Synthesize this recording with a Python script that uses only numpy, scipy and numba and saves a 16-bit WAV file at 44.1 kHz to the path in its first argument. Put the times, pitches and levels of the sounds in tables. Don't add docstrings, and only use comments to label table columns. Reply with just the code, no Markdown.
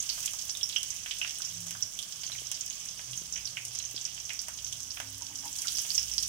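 import sys
import numpy as np
from scipy import signal
from scipy.fft import rfft, irfft
from scipy.io import wavfile
from scipy.ndimage import uniform_filter1d
from numba import njit

SR = 44100
rng = np.random.default_rng(int(sys.argv[2]) if len(sys.argv) > 2 else 0)


def wav_record(signal):
    frames = np.transpose(np.atleast_2d(signal))
    bounded = np.clip(frames, -1, 1)
    quanta = np.round(bounded * 32767).astype(np.int16)
    wavfile.write(sys.argv[1], SR, quanta)


def amplitude_ratio(level_db):
    exponent = np.asarray(level_db, float) / 20
    return 10 ** exponent


N = 277080
SPOTS = 6


def curve(table, column):
    return np.interp(np.arange(N) / SR, np.transpose(table)[0], np.transpose(table)[column])


def shaped(x, points):
    hz, db = np.transpose(points)
    bins = np.arange(x.shape[-1] // 2 + 1) * SR / x.shape[-1] + 1e-3
    gain = amplitude_ratio(np.interp(np.log(bins), np.log(hz), db))
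    return irfft(rfft(x) * gain, x.shape[-1])


def causal(points, size=1024):
    click = np.eye(1, size)[0]
    cepstrum = irfft(np.log(np.abs(rfft(shaped(click, points)))))
    cepstrum[1:size // 2] *= 2
    cepstrum[size // 2 + 1:] = 0
    return irfft(np.exp(rfft(cepstrum)))


def unit(x):
    return x / np.sqrt(np.mean(x ** 2))


def walk(rate):
    hold = int(SR / rate)
    steps = np.repeat(rng.standard_normal(N // hold + 1), hold)
    smooth = uniform_filter1d(uniform_filter1d(steps, hold), hold)
    return unit(smooth[:N])


@njit
def add_rings(out, s, spot, gain, hz, octaves, pan, glide):
    for e in range(len(s)):
        tau = SR / (2 * np.pi * hz[e] * octaves[e])
        start, phase = max(int(s[e] * SR - tau), 0), 0.
        for i in range(min(int(10 * tau) + 3, out.shape[2] - start)):
            phase += 2 * np.pi * hz[e] / SR * (1 + glide * i / tau)
            v = gain[e] * (i + 1) ** 2 / (tau + 1) ** 3 * np.exp(-i / tau) * np.sin(phase)
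            out[spot[e], 0, start + i] += v * pan[e]
            out[spot[e], 1, start + i] += v / pan[e]


def bursts(s, db, hz, octaves, pan_db, glide=0.0086):
    out = np.zeros((SPOTS, 2, N))
    spot = rng.integers(0, SPOTS, len(s))
    add_rings(out, s, spot, amplitude_ratio(db), hz, octaves, amplitude_ratio(pan_db / 2), glide)
    return out


def swarm(count, low_hz, high_hz, octaves, scatter_db):
    when, pitch, size, side = rng.random((count, 4)).T
    hz = low_hz * (high_hz / low_hz) ** pitch
    db = -scatter_db * np.log(1 - size + 4 / count)
    return unit(bursts(when * N / SR, db, hz, octaves + 0 * hz, 8 * (side - .5)))


def random_sides(count):
    return 1.5 * rng.standard_normal(count)


def pops():
    # [t/s, ring level/dB, ring f/Hz, ring width/octaves]
    steam_pockets = [(.003, 5, 6370, 0.059), (0.0923, 4, 4930, 0.32), (.099, 15, 4300, 0.12),
                     (0.1784, 2.5, 1250, 0.51), (0.2285, -4, 3470, 0.43), (.2596, -15, 6400, 0.2),
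                     (0.3348, 2, 1000, 0.48), (0.493, -3.5, 3000, 1.4), (.506, 0, 5300, .14),
                     (0.5506, 8.5, 3550, 0.093), (0.611, 5.5, 3400, 0.21), (.631, 10.5, 5360, 0.058),
                     (0.6963, 1.5, 3590, 0.28), (0.726, 5.5, 3870, 0.26), (.762, 19, 2970, 0.13),
                     (0.765, 4.5, 5420, 0.11), (0.7745, -5, 1240, 0.23), (0.831, -3.5, 3450, 0.93),
                     (0.929, -2, 2190, 0.3), (1.0609, 7.5, 2090, 0.69), (1.111, 11, 3000, 0.43),
                     (1.2151, 20.5, 2700, 0.11), (1.2476, 9, 2010, 0.67), (1.308, -1, 3880, 0.79),
                     (1.404, 2.5, 1400, 0.23), (1.42, 0.5, 4340, 0.69), (1.449, 3, 5470, 0.094),
                     (1.6676, -5, 1050, 0.84), (1.7087, 0, 2300, 0.74), (1.751, 6.5, 1290, 0.44),
                     (1.8243, 5.5, 5520, 0.11), (1.99, 9, 3350, 0.14), (2.0267, 1.5, 4220, 0.24),
                     (2.124, -2, 4040, 0.52), (2.2349, 1, 2970, 0.82), (2.239, 5, 4500, .12),
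                     (2.266, -1, 6100, 0.15), (2.2985, -3.5, 1470, 1.1), (2.3187, 10.5, 3890, 0.091),
                     (2.351, 4.5, 2200, 0.22), (2.385, 0.5, 2940, 0.18), (2.5161, 1, 2440, 1.4),
                     (2.5507, -4, 5370, 0.31), (2.6635, -1, 5400, 0.25), (2.6999, 1, 6540, .08),
                     (2.7288, -3.5, 4270, 0.15), (2.9928, 1, 1830, 1.04), (3.1759, 3, 6280, .11),
                     (3.325, 0, 6700, 0.26), (3.337, -3, 5500, 0.11), (3.358, 0, 5650, .1),
                     (3.362, 4, 2300, .5), (3.376, -4, 6060, 0.14), (3.3792, 5, 2530, .25),
                     (3.4547, 1.5, 5320, 0.19), (3.4736, 8, 4260, 0.13), (3.5703, 15, 2360, 0.26),
                     (3.7506, -2.5, 6300, 1.4), (3.7884, -1.5, 6700, 0.32), (3.7999, 6, 4040, 0.061),
                     (3.8255, -5, 5990, 0.11), (3.851, 0.5, 6270, 0.076), (3.9635, 6, 4550, .16),
                     (3.9777, 3.5, 3440, 0.29), (4.052, 3, 5270, 0.22), (4.1783, -1, 2320, .77),
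                     (4.2526, -5.5, 5550, 0.28), (4.2942, 1.5, 3000, 1.2), (4.3038, 13, 2230, 0.26),
                     (4.392, 2, 4910, 0.27), (4.4838, 6, 1380, 0.95), (4.541, -6.5, 6340, 0.087),
                     (4.6463, 2.5, 5900, 0.075), (4.7263, 3.5, 3300, 0.2), (4.906, 3.5, 4900, 0.24),
                     (4.9725, 4, 1980, 0.92), (5.0014, 11, 1440, 1.13), (5.388, -2.5, 5240, 0.19),
                     (5.5287, -1.5, 7100, 0.31), (5.5867, 1.5, 4550, 0.22), (5.6418, 2.5, 1930, .24),
                     (5.6539, 6, 1420, 0.16), (5.6819, 11.5, 4000, 0.28), (5.751, 0.5, 5340, .17),
                     (5.7703, 10, 4770, .07), (5.7851, 5.5, 5570, 1), (5.7922, 1, 5600, .23),
                     (5.8498, -1, 1070, .68), (5.9038, 12, 4530, 0.058), (5.916, 6, 5100, 0.087),
                     (5.979, 13.5, 5270, .07), (6.0297, 0, 4850, 0.5), (6.1152, 2, 5600, 0.11),
                     (6.137, 2.5, 5100, 0.18), (6.181, 13, 4730, 0.2), (6.2267, 1, 5700, 0.083),
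                     (6.2323, 5, 4300, 0.5), (6.2497, -3.5, 5540, .2)]
    s, ring_db, hz, octaves = np.transpose(steam_pockets)
    pan_db = random_sides(len(s))
    rings = bursts(s, ring_db, hz, np.clip(octaves, .07, 2), pan_db)
    snaps = bursts(s, ring_db - 12.5, hz * 0.83, 0.8 + 0 * s, pan_db)
    return rings + snaps


def cracks():
    # [t/s, level/dB]
    oil_spits = [(0.065, -13), (0.141, -6), (.205, 1), (.251, 0), (.48, -4), (.572, 1), (0.691, 2),
                 (0.784, -4), (4.831, -4.5), (5.455, -1.5), (.2283, 1), (.2596, 11), (.3351, 1.5),
                 (.419, -8), (.8312, 6), (.9453, -12), (1.186, 0), (1.605, -2), (1.6676, -1.5),
                 (1.7085, 3.5), (1.9903, -0.5), (2.0267, -3), (2.5159, 6), (2.6626, -1.5), (3.6516, 3),
                 (3.7884, -1), (4.3333, -1.5), (4.417, 0.5), (4.4841, 1.5), (5.0014, -1.5), (5.563, 1),
                 (5.5869, 2), (5.6191, 5.5), (5.9043, -5), (5.948, -1), (6.03, -5), (6.137, -4),
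                 (6.2318, 1.5)]
    crack_hz, crack_octaves = 9500, 0.79
    s, crack_db = np.transpose(oil_spits)
    return bursts(s, crack_db, crack_hz + 0 * s, crack_octaves + 0 * s, random_sides(len(s)))


def fizz():
    # [t/s, fizz level/dB, spitting treble level/dB]
    frying = [(0.0, -51.5, -52), (0.17, -50.5, -48.5), (0.35, -54.5, -52), (0.87, -55.5, -55),
              (1.43, -53.5, -55.5), (1.91, -56, -56), (2.3, -54, -56.5), (3.9, -56, -58.5),
              (5.16, -57.5, -57), (5.35, -56.5, -57.5), (5.55, -53, -52), (5.75, -50, -45.5),
              (6.05, -52.5, -51), (6.28, -51, -49.5)]
    fine = swarm(count=28000, low_hz=2200, high_hz=9000, octaves=0.49, scatter_db=4.0)
    middling = swarm(count=1500, low_hz=959, high_hz=7640, octaves=.12, scatter_db=2.0)
    ticks = swarm(count=3500, low_hz=3400, high_hz=9030, octaves=.6, scatter_db=5.0)
    spit = swarm(count=35000, low_hz=8400, high_hz=16800, octaves=0.31, scatter_db=3.5)
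    sparks = swarm(count=500, low_hz=6600, high_hz=12000, octaves=.2, scatter_db=0.5)
    body = fine * amplitude_ratio(0.99 * walk(9)) + amplitude_ratio(-7.5) * middling + amplitude_ratio(-8.5) * ticks
    fizz_db, treble_db = curve(frying, 1), curve(frying, 2)
    treble = spit * amplitude_ratio(treble_db + 0.31 * walk(18)) + sparks * amplitude_ratio(treble_db - 13)
    return body * amplitude_ratio(fizz_db) + treble


def fading_noise(t, t60, db):
    noise = rng.standard_normal(len(t)) * amplitude_ratio(-60 * t / t60)
    return noise * amplitude_ratio(db) / np.linalg.norm(noise)


def heard(spots):
    # [f/Hz, gain/dB]
    left_colour = [(400, -15.2), (600, -13.9), (950, -10.9), (1200, -12.7), (1600, -15.4), (2100, -9.7),
                   (2750, -7.7), (3700, -14.4), (5100, -4.0), (6300, -3.6), (8500, 0.8), (10500, -7.9),
                   (13500, -15.3), (14800, -15.5), (15600, -41.8)]
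    right_colour = [(400, -10.1), (600, -10.0), (1000, -11.2), (1350, -9.4), (1520, -5.2), (2100, -3.6),
                    (2500, -2.3), (3100, 4.3), (4000, -1.1), (5000, 6.2), (5600, 13.0), (6400, 12.1),
                    (7600, 0.6), (10800, -10.0), (14000, -9.7), (14900, -4.0), (15600, -10.5)]
    # [f/Hz, gain/dB]
    pan_beam = [(350, -19.5), (620, 0.9), (1700, -5), (2800, -4), (3500, -3), (4300, -5.5), (8000, -0.33),
                (12000, 2), (15000, 4)]
    # [f/Hz, gain/dB]
    kitchen_walls = [(900, 1), (2500, 2.5), (6000, 0.5), (13000, -21.5)]
    t = np.arange(SR // 2) / SR
    out = np.zeros((2, N))
    for ch, channel_colour in enumerate((left_colour, right_colour)):
        for spot in spots:
            pan = fading_noise(t, t60=0.054, db=1.5)
            room = shaped(fading_noise(t, t60=0.32, db=-2), kitchen_walls)
            path = (pan + room) * (t > .0006)
            path[int(4 * rng.random())] = 1
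            out[ch] += signal.fftconvolve(spot[ch], path)[:N]
        colour = np.convolve(causal(channel_colour), causal(pan_beam))
        out[ch] = signal.fftconvolve(out[ch], colour)[:N]
    out[0] = np.roll(out[0], 12)
    return out


def bowl():
    # [f/Hz, level/dB, time to fall by 60 dB/s]
    bowl_modes = [(306, -1, 0.14), (840, 3, 0.14), (944, 5, 0.088), (1094, -4, 0.071)]
    # [start t/s, level/dB, length/s]
    bowl_nudges = [(5.206, -81, 0.016), (5.289, -87.5, 0.037), (5.422, -79.5, 0.058), (5.563, -93, 0.059)]
    t = np.arange(N) / SR
    push = 0
    for s, db, length in bowl_nudges:
        push = push + amplitude_ratio(db) * np.sin(np.pi * np.clip((t - s) / length, 0, 1))
    scrape = push * rng.standard_normal(N)
    out = 0
    for hz, db, t60 in bowl_modes:
        pole = np.exp(2j * np.pi * hz / SR - np.log(1000) / (t60 * SR))
        out = out + amplitude_ratio(db) * signal.lfilter([1], [1, -pole], scrape).imag
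    return out * amplitude_ratio(np.array([[2.5], [-2.5]]))


def knocks():
    # [t/s, level/dB, f/Hz, left over right/dB]
    finger_knocks = [(2.417, -51, 402, 28), (3.215, -50, 294, 24), (3.942, -42.5, 325, -10)]
    t = np.arange(N) / SR
    out = np.zeros((2, N))
    for s, db, hz, pan_db in finger_knocks:
        cycle = (t - s - .003) * hz
        wave = np.exp(-(cycle / 0.36) ** 2) * np.sin(2 * np.pi * cycle)
        out += amplitude_ratio(db + np.array([[pan_db], [-pan_db]]) / 2) * wave
    return out


def drone(hz, wander_hz):
    steady = 1.2
    turn = 2 * np.pi * hz * np.arange(N) / SR
    return unit((steady + walk(2 * wander_hz)) * np.sin(turn) + walk(2 * wander_hz) * np.cos(turn))


def rumble():
    # [f/Hz, wander/Hz, resting level/dB]
    street_drones = [(40, 4, -76), (63, 4.02, -73), (101, 3.78, -71.5), (125, 5.94, -71),
                     (170, 3.99, -75.5)]
    # [middle t/s, length/s, f/Hz, wander/Hz, level at the middle/dB]
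    drone_swells = [(.1, 0.45, 40, 4, -62), (1.1, .5, 40, 3.6, -68.5), (1.8, .5, 40, 3.2, -77),
                    (2.95, 0.51, 40, 3.7, -69), (.7, 0.27, 170, 4, -75), (3.302, 0.83, 170, 8, -70),
                    (1.583, 0.4, 101, 4.22, -53.5), (1.643, 0.25, 170, 4.05, -56),
                    (2.404, 0.21, 125, 5.74, -63), (3.13, 0.1, 125, 6.5, -55),
                    (3.71, 0.65, 125, 5.98, -62.5), (4.1, 2.1, 63, 4.01, -62), (4.293, .5, 101, 6, -72),
                    (5.1, 0.96, 101, 4.95, -62.5), (5.106, 0.85, 263.8, 5.5, -63),
                    (6.149, 0.84, 58.5, 4.63, -57.5), (6.095, 0.68, 170, 3.96, -62),
                    (6.196, 0.41, 101, 3.98, -58.5)]
    t = np.arange(N) / SR
    out = 0
    for hz, wander_hz, db in street_drones:
        out = out + amplitude_ratio(db) * drone(hz, wander_hz)
    for s, length, hz, wander_hz, db in drone_swells:
        swell = np.exp(-(2 * (t - s) / length) ** 2)
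        out = out + amplitude_ratio(db) * swell * drone(hz, wander_hz)
    return out


def air_noise():
    # [f/Hz, relative level/dB]
    air_colour = [(14, -42), (24, -8), (86, 5), (182, -0.5), (437, -10), (640, -6), (1010, -9.5),
                  (1160, -6.5), (1370, -12), (1540, -7), (2300, -16.5), (2990, -38), (5060, -120)]
    mid, side = unit(shaped(rng.standard_normal((2, N)), air_colour)) * amplitude_ratio(-61.5)
    side = shaped(side, [(20, -8), (150, -14), (300, -4.5), (1200, -8.5)])
    return np.array([mid + side, mid - side])


def kitchen():
    pan_db = -4.3
    return (air_noise() + rumble()) * amplitude_ratio(np.array([[pan_db], [-pan_db]]) / 2)


def scene():
    frying = pops() + cracks() + fizz()
    return heard(frying) + bowl() + knocks() + kitchen()


def band_limit(x):
    return signal.sosfilt(signal.butter(12, 16640, fs=SR, output="sos"), x)


def record(dry):
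    low_pass = signal.ellip(8, .2, 60, 15750, fs=SR, output="sos")
    mix = signal.sosfilt(low_pass, dry)
    return band_limit(mix)


dry = scene()
out = record(dry)
wav_record(out)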